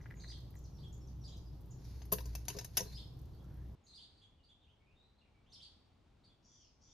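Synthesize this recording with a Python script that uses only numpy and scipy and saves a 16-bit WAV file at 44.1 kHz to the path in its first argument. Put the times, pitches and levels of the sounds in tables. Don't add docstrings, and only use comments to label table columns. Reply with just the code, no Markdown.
import sys
import numpy as np
from scipy import signal
from scipy.fft import rfft, irfft
from scipy.io import wavfile

SR = 44100
rng = np.random.default_rng(int(sys.argv[2]) if len(sys.argv) > 2 else 0)


def materialize(psi):
    bounded = np.clip(np.atleast_2d(psi).T, -1, 1)
    quanta = np.round(bounded * 32767).astype(np.int16)
    wavfile.write(sys.argv[1], SR, quanta)


N = 305592


def amp(db):
    return 10 ** (np.asarray(db) / 20)


def rms_one(x):
    return x / np.sqrt(np.mean(x ** 2) + 1e-20)


def at_hz(points, hz):
    row_hz, values = np.transpose(points)
    return np.interp(np.log(hz), np.log(row_hz), values)


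def drift(rate_hz):
    step = 40
    pole = np.exp(-2 * np.pi * rate_hz * step / SR)
    slow = signal.lfilter([1], [1, -2 * pole, pole * pole], rng.standard_normal(N // step + 2002))[2000:]
    return np.interp(np.arange(N) / step, np.arange(len(slow)), rms_one(slow))


def ring(clicks, hz, ring_s):
    decay, angle = amp(-60 / (ring_s * SR)), 2 * np.pi * hz / SR
    return signal.lfilter([0, np.sin(angle)], [1, -2 * decay * np.cos(angle), decay ** 2], clicks + 1e-18)


def band(x, low_hz, high_hz):
    return signal.sosfilt(signal.butter(2, [low_hz, high_hz], "band", fs=SR, output="sos"), x + 1e-18)


def low_noise(top_hz):
    return signal.lfilter(*signal.butter(2, top_hz, fs=SR), rng.standard_normal(N))


def stereo_noise(spectrum):
    # frequency in Hz, likeness (1 means the same).
    likeness = [(60, 0.95), (180, 0.89), (550, 0.38), (1650, 0.62), (4970, 0.51), (15000, 0.66)]
    hz = np.fft.rfftfreq(N, 1 / SR) + 1
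    mid, side = rfft(rng.standard_normal((2, N))) * amp(at_hz(spectrum, hz))
    alike = at_hz(likeness, hz)
    return rms_one(irfft(np.sqrt(1 + alike) * mid + np.sqrt(1 - alike) * side * [[1], [-1]], N))


def echoes(x, fade_s, build_s):
    t = np.arange(int(fade_s * SR)) / SR
    tail = rng.standard_normal((2, len(t))) * amp(-60 * t / fade_s) * np.clip(t / build_s, 0, 1)
    return signal.fftconvolve(x[None], tail / np.sqrt(np.sum(tail ** 2) / 2), axes=1)[:, :N]


def pan(x, left_db):
    return x * amp([[left_db / 2], [-left_db / 2]])


def swells(rows, rise_db_per_s, fall_db_per_s):
    t = np.arange(N) / SR
    return np.max([db - rise_db_per_s * np.maximum(s - t, 0) - fall_db_per_s * np.maximum(t - s - hold, 0)
                   for s, hold, db, *_ in rows], axis=0)


def sing(notes, hoarse, grit_db, skew):
    tones, loudness = np.zeros((2, N))
    waver = 1 + 0.013 * drift(150)
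    for s, length, first, middle, last, db in notes:
        u = np.linspace(0, 1, int(length * SR))
        here = slice(int(s * SR), int(s * SR) + len(u))
        hz = first * (1 - u) * (1 - 2 * u) + 4 * middle * u * (1 - u) + last * u * (2 * u - 1)
        phase = 2 * np.pi * np.cumsum(hz * waver[here]) / SR
        shape = np.sqrt(np.sin(np.pi * u ** skew).clip(0)) * amp(db)
        tones[here] += shape * (np.sin(phase) + amp(-24.5) * np.sin(2 * phase))
        loudness[here] += shape
    smear = rms_one(low_noise(380))
    grit = rms_one(band(rng.standard_normal(N), 5500, 9000))
    return tones * (1 + hoarse * smear) + amp(grit_db) * loudness * grit


def near_air():
    # frequency in Hz, relative level in dB.
    spectrum = [(15, -31), (25, -9), (64, -7.5), (129, -2), (227, -22.5), (297, -18.5), (582, -29.5),
                (970, -32.5), (1530, -44), (2300, -49), (3340, -45), (6050, -49), (8580, -61.5),
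                (12800, -50), (15500, -69.5)]
    return amp(-53 + 0.27 * drift(2.54)) * stereo_noise(spectrum)


def traffic(lump_db, octave_db):
    # time in seconds, level in dB, frequency in Hz.
    drone_path = [(0.0, -57, 59.5), (0.27, -52.5, 57.2), (0.4, -57.5, 62.36), (0.73, -53.5, 58.7),
                  (0.79, -61.5, 65.6), (0.86, -51.5, 62.9), (1.33, -54.5, 62.6), (1.51, -54, 57.06),
                  (1.63, -58.5, 60.86), (2.28, -42.5, 61), (2.53, -53.5, 61.3), (2.8, -59.5, 55.2),
                  (2.93, -49.5, 62.2), (3.13, -60.5, 63.5), (3.71, -48.5, 64.0), (3.75, -52, 63.9)]
    times, levels, frequencies = np.transpose(drone_path)
    t = np.arange(N) / SR
    db, hz = np.interp(t, times, levels), np.interp(t, times, frequencies)
    phase = 2 * np.pi * np.cumsum(hz * (1 + 0.028 * drift(3.84))) / SR
    wave = np.sin(phase) + amp(octave_db) * np.sin(2 * phase) + amp(-24.5) * np.sin(5 * phase)
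    drone = np.sqrt(2) * amp(db + 1.8 * drift(2.5)) * wave
    rumble_db = -61 + .4 * (db - levels.mean()) + lump_db * drift(5.4)
    return drone + amp(rumble_db) * rms_one(band(rng.standard_normal(N), 40, 164))


def tea(cycles, rise, fizz_db):
    # start in seconds, level in dB, pitch in Hz.
    bubbles = [(0.0122, -55, 2050), (0.042, -60, 2020), (0.0635, -50, 1980), (0.1061, -50, 1930),
               (0.1106, -42.5, 1844), (0.1227, -51, 1820), (0.1406, -52, 2010), (0.2385, -51.5, 1880),
               (0.2451, -47, 1860), (0.301, -55, 1970), (0.3232, -57, 1940), (0.5416, -61.5, 1950),
               (0.5555, -56, 1900)]
    out = np.zeros(N)
    for s, db, hz in bubbles:
        t = np.arange(int(2 * cycles / hz * SR)) / SR
        age = t * hz / cycles
        phase = 2 * np.pi * np.cumsum(hz * (1 + rise * (age - .3))) / SR
        out[int(s * SR):int(s * SR) + len(t)] += amp(db - 60 * age) * np.sin(phase)
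    stream = np.interp(np.arange(N) / SR, [0, .36, .5], [1, .7, 0])
    births = (rng.random(N) < 250 / SR) * amp(2.6 * rng.exponential(1, N) + fizz_db) * stream
    fizz_hz, choice = np.geomspace(1600, 2400, 6), rng.integers(0, 6, N)
    return out + sum(ring(births * (choice == k), hz, 14 / hz) for k, hz in enumerate(fizz_hz))


def chipping_bird(fall_hz_per_s):
    # start in seconds, length in seconds, first pitch in Hz, level in dB.
    chips = [(0.012, 0.023, 6520, -73.5), (0.562, 0.017, 7270, -68.5), (0.638, 0.028, 6670, -67.5),
             (0.772, 0.02, 5500, -68), (0.926, 0.016, 7180, -65.5), (1.073, 0.021, 6330, -68.5),
             (1.278, 0.023, 7000, -66.5), (1.363, 0.028, 6704, -71.5), (1.53, .01, 5320, -69),
             (1.706, 0.019, 7220, -67), (1.844, 0.023, 6040, -66.5)]
    notes = [(s, length, hz, hz - .4 * fall_hz_per_s * length, hz - fall_hz_per_s * length, db)
             for s, length, hz, db in chips]
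    return sing(notes, hoarse=1.0, grit_db=-46, skew=0.45)


def embers(ticks_per_s, small_db):
    # time in seconds, level in dB, dB added for the lower part.
    cracks = [(0.11, -65, -14), (0.406, -64, -1), (0.507, -58, -46), (0.554, -61, -11), (0.59, -60, -9.5),
              (0.943, -65, -12), (1.3706, -66, 3), (1.6093, -62, -33), (1.6158, -63, -11),
              (1.659, -63, -16), (3.1706, -69, -19), (3.192, -62, -5), (3.217, -61, -15), (3.2572, -64, -6),
              (3.4433, -69, -2)]
    high, low = np.zeros((2, N))
    for s, db, lower_db in cracks:
        high[int(s * SR)], low[int(s * SR)] = amp([db, db + lower_db])
    high += (rng.random(N) < ticks_per_s / SR) * amp(small_db + 3 * np.minimum(rng.exponential(1, N), 3))
    ticks = 7 * band(high, 11000, 17000) + 14 * band(low, 4800, 7000)
    return ticks + amp(1.5) * echoes(ticks, .06, 0.0011)


def sparrows():
    # start in seconds, length in seconds, first pitch in Hz, level in dB.
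    thin_notes = [(0.151, 0.091, 6910, -69), (0.25, 0.078, 6460, -68.5), (.73, 0.039, 5800, -74),
                  (0.878, 0.011, 5600, -74), (1.004, 0.026, 5600, -72), (1.207, .05, 5830, -71),
                  (1.458, 0.011, 4960, -68.5), (1.785, .02, 5500, -73), (3.837, 0.06, 6740, -73),
                  (5.497, .04, 6300, -75.5)]
    # start in seconds, level in dB, hold in seconds.
    hooks = [(0.198, -61.5, 0.055), (2.84, -64, 0.042), (3.865, -63.5, .057), (4.087, -79, 0.08)]
    # time of the first top, rise time, drop time and wait for the second
    # top, all in seconds, then the two top pitches in Hz and their two levels in dB.
    zigzags = [(0.297, 0.025, 0.035, 0.058, 4985, 4350, -56, -64.5),
               (1.252, .015, 0.049, .075, 4840, 4000, -61.5, -66.5),
               (2.962, .04, 0.036, 0.038, 5199, 4470, -58.5, -60),
               (3.961, 0.028, 0.03, .061, 4900, 4650, -59, -61.5),
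               (5.541, .022, .028, .091, 5375, 4590, -58.5, -59)]
    # start in seconds, level in dB, wait for the low note in
    # seconds, its level in dB.
    arches = [(.785, -66.5, 0.044, -63), (3.325, -75.5, 0.052, -78), (4.165, -72, 0.048, -65.5),
              (4.43, -72.5, 0.055, -67.5), (5.648, -69.5, 0.042, -76), (6.235, -69.5, 0.048, -75.5)]
    sag_hz_per_s, start_hz, trough_hz = 10000, 3400, 2950
    notes = [(s, length, hz, hz - sag_hz_per_s * length / 2, hz - sag_hz_per_s * length, db)
             for s, length, hz, db in thin_notes]
    for s, db, hold in hooks:
        notes += [(s, .015, 3670, 4460, 5030, db), (s + .015, hold, 4200, 4140, 4140, db)]
    for s, rise, drop, wait, first_hz, second_hz, first_db, second_db in zigzags:
        first = (s, rise, drop, start_hz, first_hz, first_db, .66)
        second = (s + wait, .035, .029, trough_hz, second_hz, second_db, .32)
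        for top_s, up_s, down_s, low_hz, hz, db, halfway_share in (first, second):
            climb = (top_s - up_s, up_s, low_hz, low_hz + halfway_share * (hz - low_hz), hz, db)
            crest = (top_s - .01, .02, hz - 250, hz, hz - 250, db + 1)
            fall = (top_s, down_s, hz, trough_hz + .4 * (hz - trough_hz), trough_hz, db - 3)
            notes += [climb, crest, fall]
    for s, db, wait, low_db in arches:
        notes += [(s, .031, 3150, 4680, 3200, db), (s + wait, .035, 3053, 3440, 3150, low_db)]
    return sing(notes, hoarse=.45, grit_db=-24, skew=1.09)


def kettle_slide(grain_db):
    # frequency in Hz, relative level in dB.
    spectrum = [(880, -45.5), (1500, -7), (2440, -9.5), (3210, -13.5), (4310, -3), (6750, -8), (8540, -38),
                (8970, -18.5), (11400, -11), (14800, -21.5), (15500, -30)]
    # start in seconds, hold in seconds, level in dB.
    slides = [(1.86, .15, -69), (2.155, 0.011, -68.5), (2.25, 0.13, -68), (2.545, 0.021, -60),
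              (2.76, 0.18, -66.5)]
    db = swells(slides, rise_db_per_s=151.5, fall_db_per_s=111)
    return stereo_noise(spectrum) * amp(db + grain_db * drift(40))


def kettle_knocks(shell_db, clatter_db, thud_db, spread_db):
    # time in seconds, level in dB, added treble in dB,
    # added thud in dB.
    knocks = [(2.018, -40, -20, -16), (2.053, -60.5, 9.5, -12), (2.1191, -38, 6, 0.5),
              (2.1229, -33, 18.5, 5.5), (2.132, -29.5, -6, -8.5), (2.184, -30.5, -19, -12.5),
              (2.204, -47, 4, -7.5), (2.255, -53.5, 9.5, 3.5), (2.3513, -40, 11, -37), (2.452, -56, 6, -21),
              (2.482, -35, 10, -19), (2.488, -42, 4.5, -23), (2.5, -35, 0.5, -11), (2.548, -55, -17, 12),
              (2.566, -44.5, -2.5, 1), (2.586, -39, 0, -6.5), (2.611, -42.5, -4, -18),
              (2.645, -43, 12, -22), (2.77, -25.5, 12, -25.5), (2.775, -26, 6, -20),
              (2.792, -32, -1.5, -9.5), (2.804, -38, -5.5, 2), (2.854, -51.5, -22, 7)]
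    # pitch in Hz, level in dB, ring time in seconds before damping.
    shell_tones = [(982, -9.5, 0.13), (1720, -19.5, 0.099), (2654, -10, 0.046), (2997, -17.5, 0.04),
                   (3800, -21.5, 0.17), (4000, -9.5, 0.097), (4620, -3, 0.31), (5200, 0, 0.045),
                   (5280, -10.5, 0.22), (5760, 2.5, 0.043), (6454, 6.5, 0.027), (9030, -24, 0.54),
                   (11200, -10, 0.033), (12230, -17.5, 0.14), (11000, -23.5, 0.11), (13300, -12, 0.042),
                   (13000, -13, 0.037), (11900, -0.5, 0.052), (13980, -7.5, 0.0797), (13860, -24.5, 0.12)]
    base_tones = [(184, -3, 0.098), (438.5, 3.5, 0.05), (490.5, 1.5, 0.15), (644, -4.5, 0.039),
                  (1019.5, -4, 0.049)]
    # frequency in Hz, relative level in dB.
    clatter_spectrum = [(410, -32.5), (700, 1), (1290, -12), (1970, -9), (2160, -22), (2460, -10),
                        (2840, -12), (6420, -21), (8880, -49.5), (9350, -5.5), (12100, -13.5),
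                        (14000, -14.5), (15500, -32)]
    size, lead = int(.3 * SR), 128
    t, hz = (np.arange(size) - lead) / SR, np.fft.rfftfreq(size, 1 / SR) + 1
    fade_out = np.clip((t[-1] - t) / 0.033, 0, 1)
    out = np.zeros(N)
    for s, db, treble_db, low_db in knocks:
        chatter_s = 0.0063 * amp(.15 * low_db)
        fade = np.exp(-t / chatter_s) + 0.068 * np.exp(-t / .03)
        burst = rng.standard_normal(size) * fade * np.clip(t / .001, 0, 1)
        chance_db = spread_db * rng.standard_normal(len(shell_tones) + len(base_tones))
        shell, base = np.zeros((2, size))
        for (pitch, tone_db, ring_s), extra_db in zip(shell_tones, chance_db):
            damped_s = min(ring_s, .03, 110 / pitch)
            detuned = pitch * (1 + .02 * rng.standard_normal())
            shell += amp(tone_db + extra_db) * ring(burst, detuned, damped_s)
        for (pitch, tone_db, ring_s), extra_db in zip(base_tones, chance_db[::-1]):
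            detuned = pitch * (1 + .02 * rng.standard_normal())
            base += amp(tone_db + extra_db / 2) * ring(burst, detuned, min(ring_s, .11))
        shell *= amp(shell_db + min(treble_db, 0))
        clatter = rfft(burst) * amp(at_hz(clatter_spectrum, hz) + clatter_db)
        bright = irfft((rfft(shell) + clatter) * amp(treble_db * (hz > 8300)), size)
        start = int(s * SR) - lead
        out[start:start + size] += amp(db) * (bright + amp(low_db + thud_db) * base) * fade_out
    return out


def place_kettle(x, lag_s, lag_from_hz):
    # frequency in Hz, left level over right in dB.
    balance = [(60, -2), (150, -0.5), (380, 2.5), (950, 6), (2380, 5), (5980, 6.5), (15000, 0.5)]
    hz = np.fft.rfftfreq(N, 1 / SR) + 1
    half_lag = np.exp(-1j * np.pi * lag_s * np.maximum(hz - lag_from_hz, 0))
    left = amp(at_hz(balance, hz) / 2) * half_lag
    return irfft(rfft(x) * np.array([left, 1 / left]), N)


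def rising_hiss():
    # start and length in seconds, first, middle and last pitch in Hz, level in dB.
    glide = [(3.42, .3, 1300, 1578, 2102, -82.5)]
    return sing(glide, hoarse=2.1, grit_db=-60, skew=0.67)


def far_air():
    # frequency in Hz, relative level in dB.
    spectrum = [(15, -44), (25, -5), (77, 2.5), (169, -8.5), (231, -8), (534, -17), (833, -17.5),
                (1730, -28), (3700, -28), (5340, -35.5), (9250, -45.5), (10300, -50), (13000, -56)]
    return amp(-68 + 1.3 * drift(0.73)) * pan(stereo_noise(spectrum), 1.2)


def whistling_bird():
    # start and length in seconds, first, middle and last pitch in Hz, level in dB.
    song = [(4.27, 0.056, 3420, 3480, 3260, -80), (4.375, .06, 3330, 2895, 3150, -80),
            (4.55, 0.019, 3430, 3450, 3530, -74.5), (4.61, 0.0424, 3750, 3424, 2600, -73),
            (4.67, 0.054, 2370, 3040, 3300, -75), (4.8, 0.045, 2180, 2240, 2280, -80),
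            (4.86, 0.075, 2440, 2520, 2990, -77.5), (4.95, 0.12, 3624, 3815, 4000, -76.5),
            (5.045, 0.092, 4070, 4030, 3950, -85), (5.18, 0.024, 4200, 4000, 3026, -75.5),
            (5.21, 0.022, 2730, 2785, 2280, -75.5), (5.25, .02, 2070, 2420, 2650, -79),
            (5.34, 0.033, 2350, 2290, 2244, -79), (5.41, 0.017, 2270, 2290, 2250, -81.5),
            (5.45, .07, 2420, 3470, 3670, -78), (5.52, 0.022, 3450, 3020, 2460, -75.5)]
    return sing(song, hoarse=0.32, grit_db=-41, skew=0.87)


def rasping_bird(pulse_hz, rough):
    # start in seconds, hold in seconds, level in dB, top of the upper band in Hz.
    calls = [(6.45, .2, -73.5, 5880), (6.82, 0.24, -73.5, 5830)]
    top_s, lower_hz = .08, 3450
    t = np.arange(N) / SR
    db = swells(calls, rise_db_per_s=701, fall_db_per_s=231.5)
    nearest = np.argmin([abs(t - s - hold / 2) for s, hold, *_ in calls], axis=0)
    start, _, _, upper_hz = np.array(calls)[nearest].T
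    droop_hz = 36000 * np.clip(t - start - top_s, -.15, .15) ** 2
    chop = 1 + rough * np.sin(2 * np.pi * np.cumsum(pulse_hz * (1 + 0.17 * drift(24))) / SR)
    phase = 2 * np.pi * np.cumsum(upper_hz - droop_hz) / SR
    upper = low_noise(260) * np.cos(phase) + low_noise(260) * np.sin(phase)
    upper *= 1 + 0.75 * np.cos(0.17 * phase)
    lower = low_noise(170) * np.sin(2 * np.pi * np.cumsum(lower_hz - droop_hz) / SR)
    late_swell = np.clip((t - start) / top_s, .2, 1)
    return chop * amp(db) * (rms_one(upper) + amp(-9) * rms_one(lower) * late_swell)


def scene():
    change_s = 3.752
    near = np.clip((change_s * SR - np.arange(N)) / 40, 0, 1)
    birds = pan(sparrows(), -1.3) + pan(chipping_bird(fall_hz_per_s=130000), 1.5)
    birds += pan(whistling_bird(), -1.8) + pan(rasping_bird(pulse_hz=132, rough=0.223), 3.3)
    early_echoes = amp(2.5) * echoes(birds.mean(0), fade_s=.2, build_s=0.016)
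    late_echoes = amp(-3) * echoes(birds.mean(0), fade_s=0.65, build_s=0.048)
    metal = kettle_knocks(shell_db=-29.5, clatter_db=2, thud_db=-29.5, spread_db=5)
    close = place_kettle(metal, lag_s=.000135, lag_from_hz=5000)
    close += amp(-5) * echoes(metal, 0.043, 0.0017) + amp(-11) * echoes(metal, 0.22, 0.0033)
    pour = tea(cycles=20, rise=0.033, fizz_db=-69)
    close += kettle_slide(grain_db=1.5)
    close += pour + amp(-4.5) * echoes(pour, 0.074, 0.0013)
    close += embers(ticks_per_s=16, small_db=-74) + rising_hiss()
    background = near_air() + traffic(lump_db=4, octave_db=-12.5)
    return birds + early_echoes + late_echoes + near * (close + background) + (1 - near) * far_air()


def record(dry):
    cutoff_hz = 15800
    return signal.sosfilt(signal.cheby2(16, 50, cutoff_hz, fs=SR, output="sos"), dry)


dry = scene()
out = record(dry)
materialize(out)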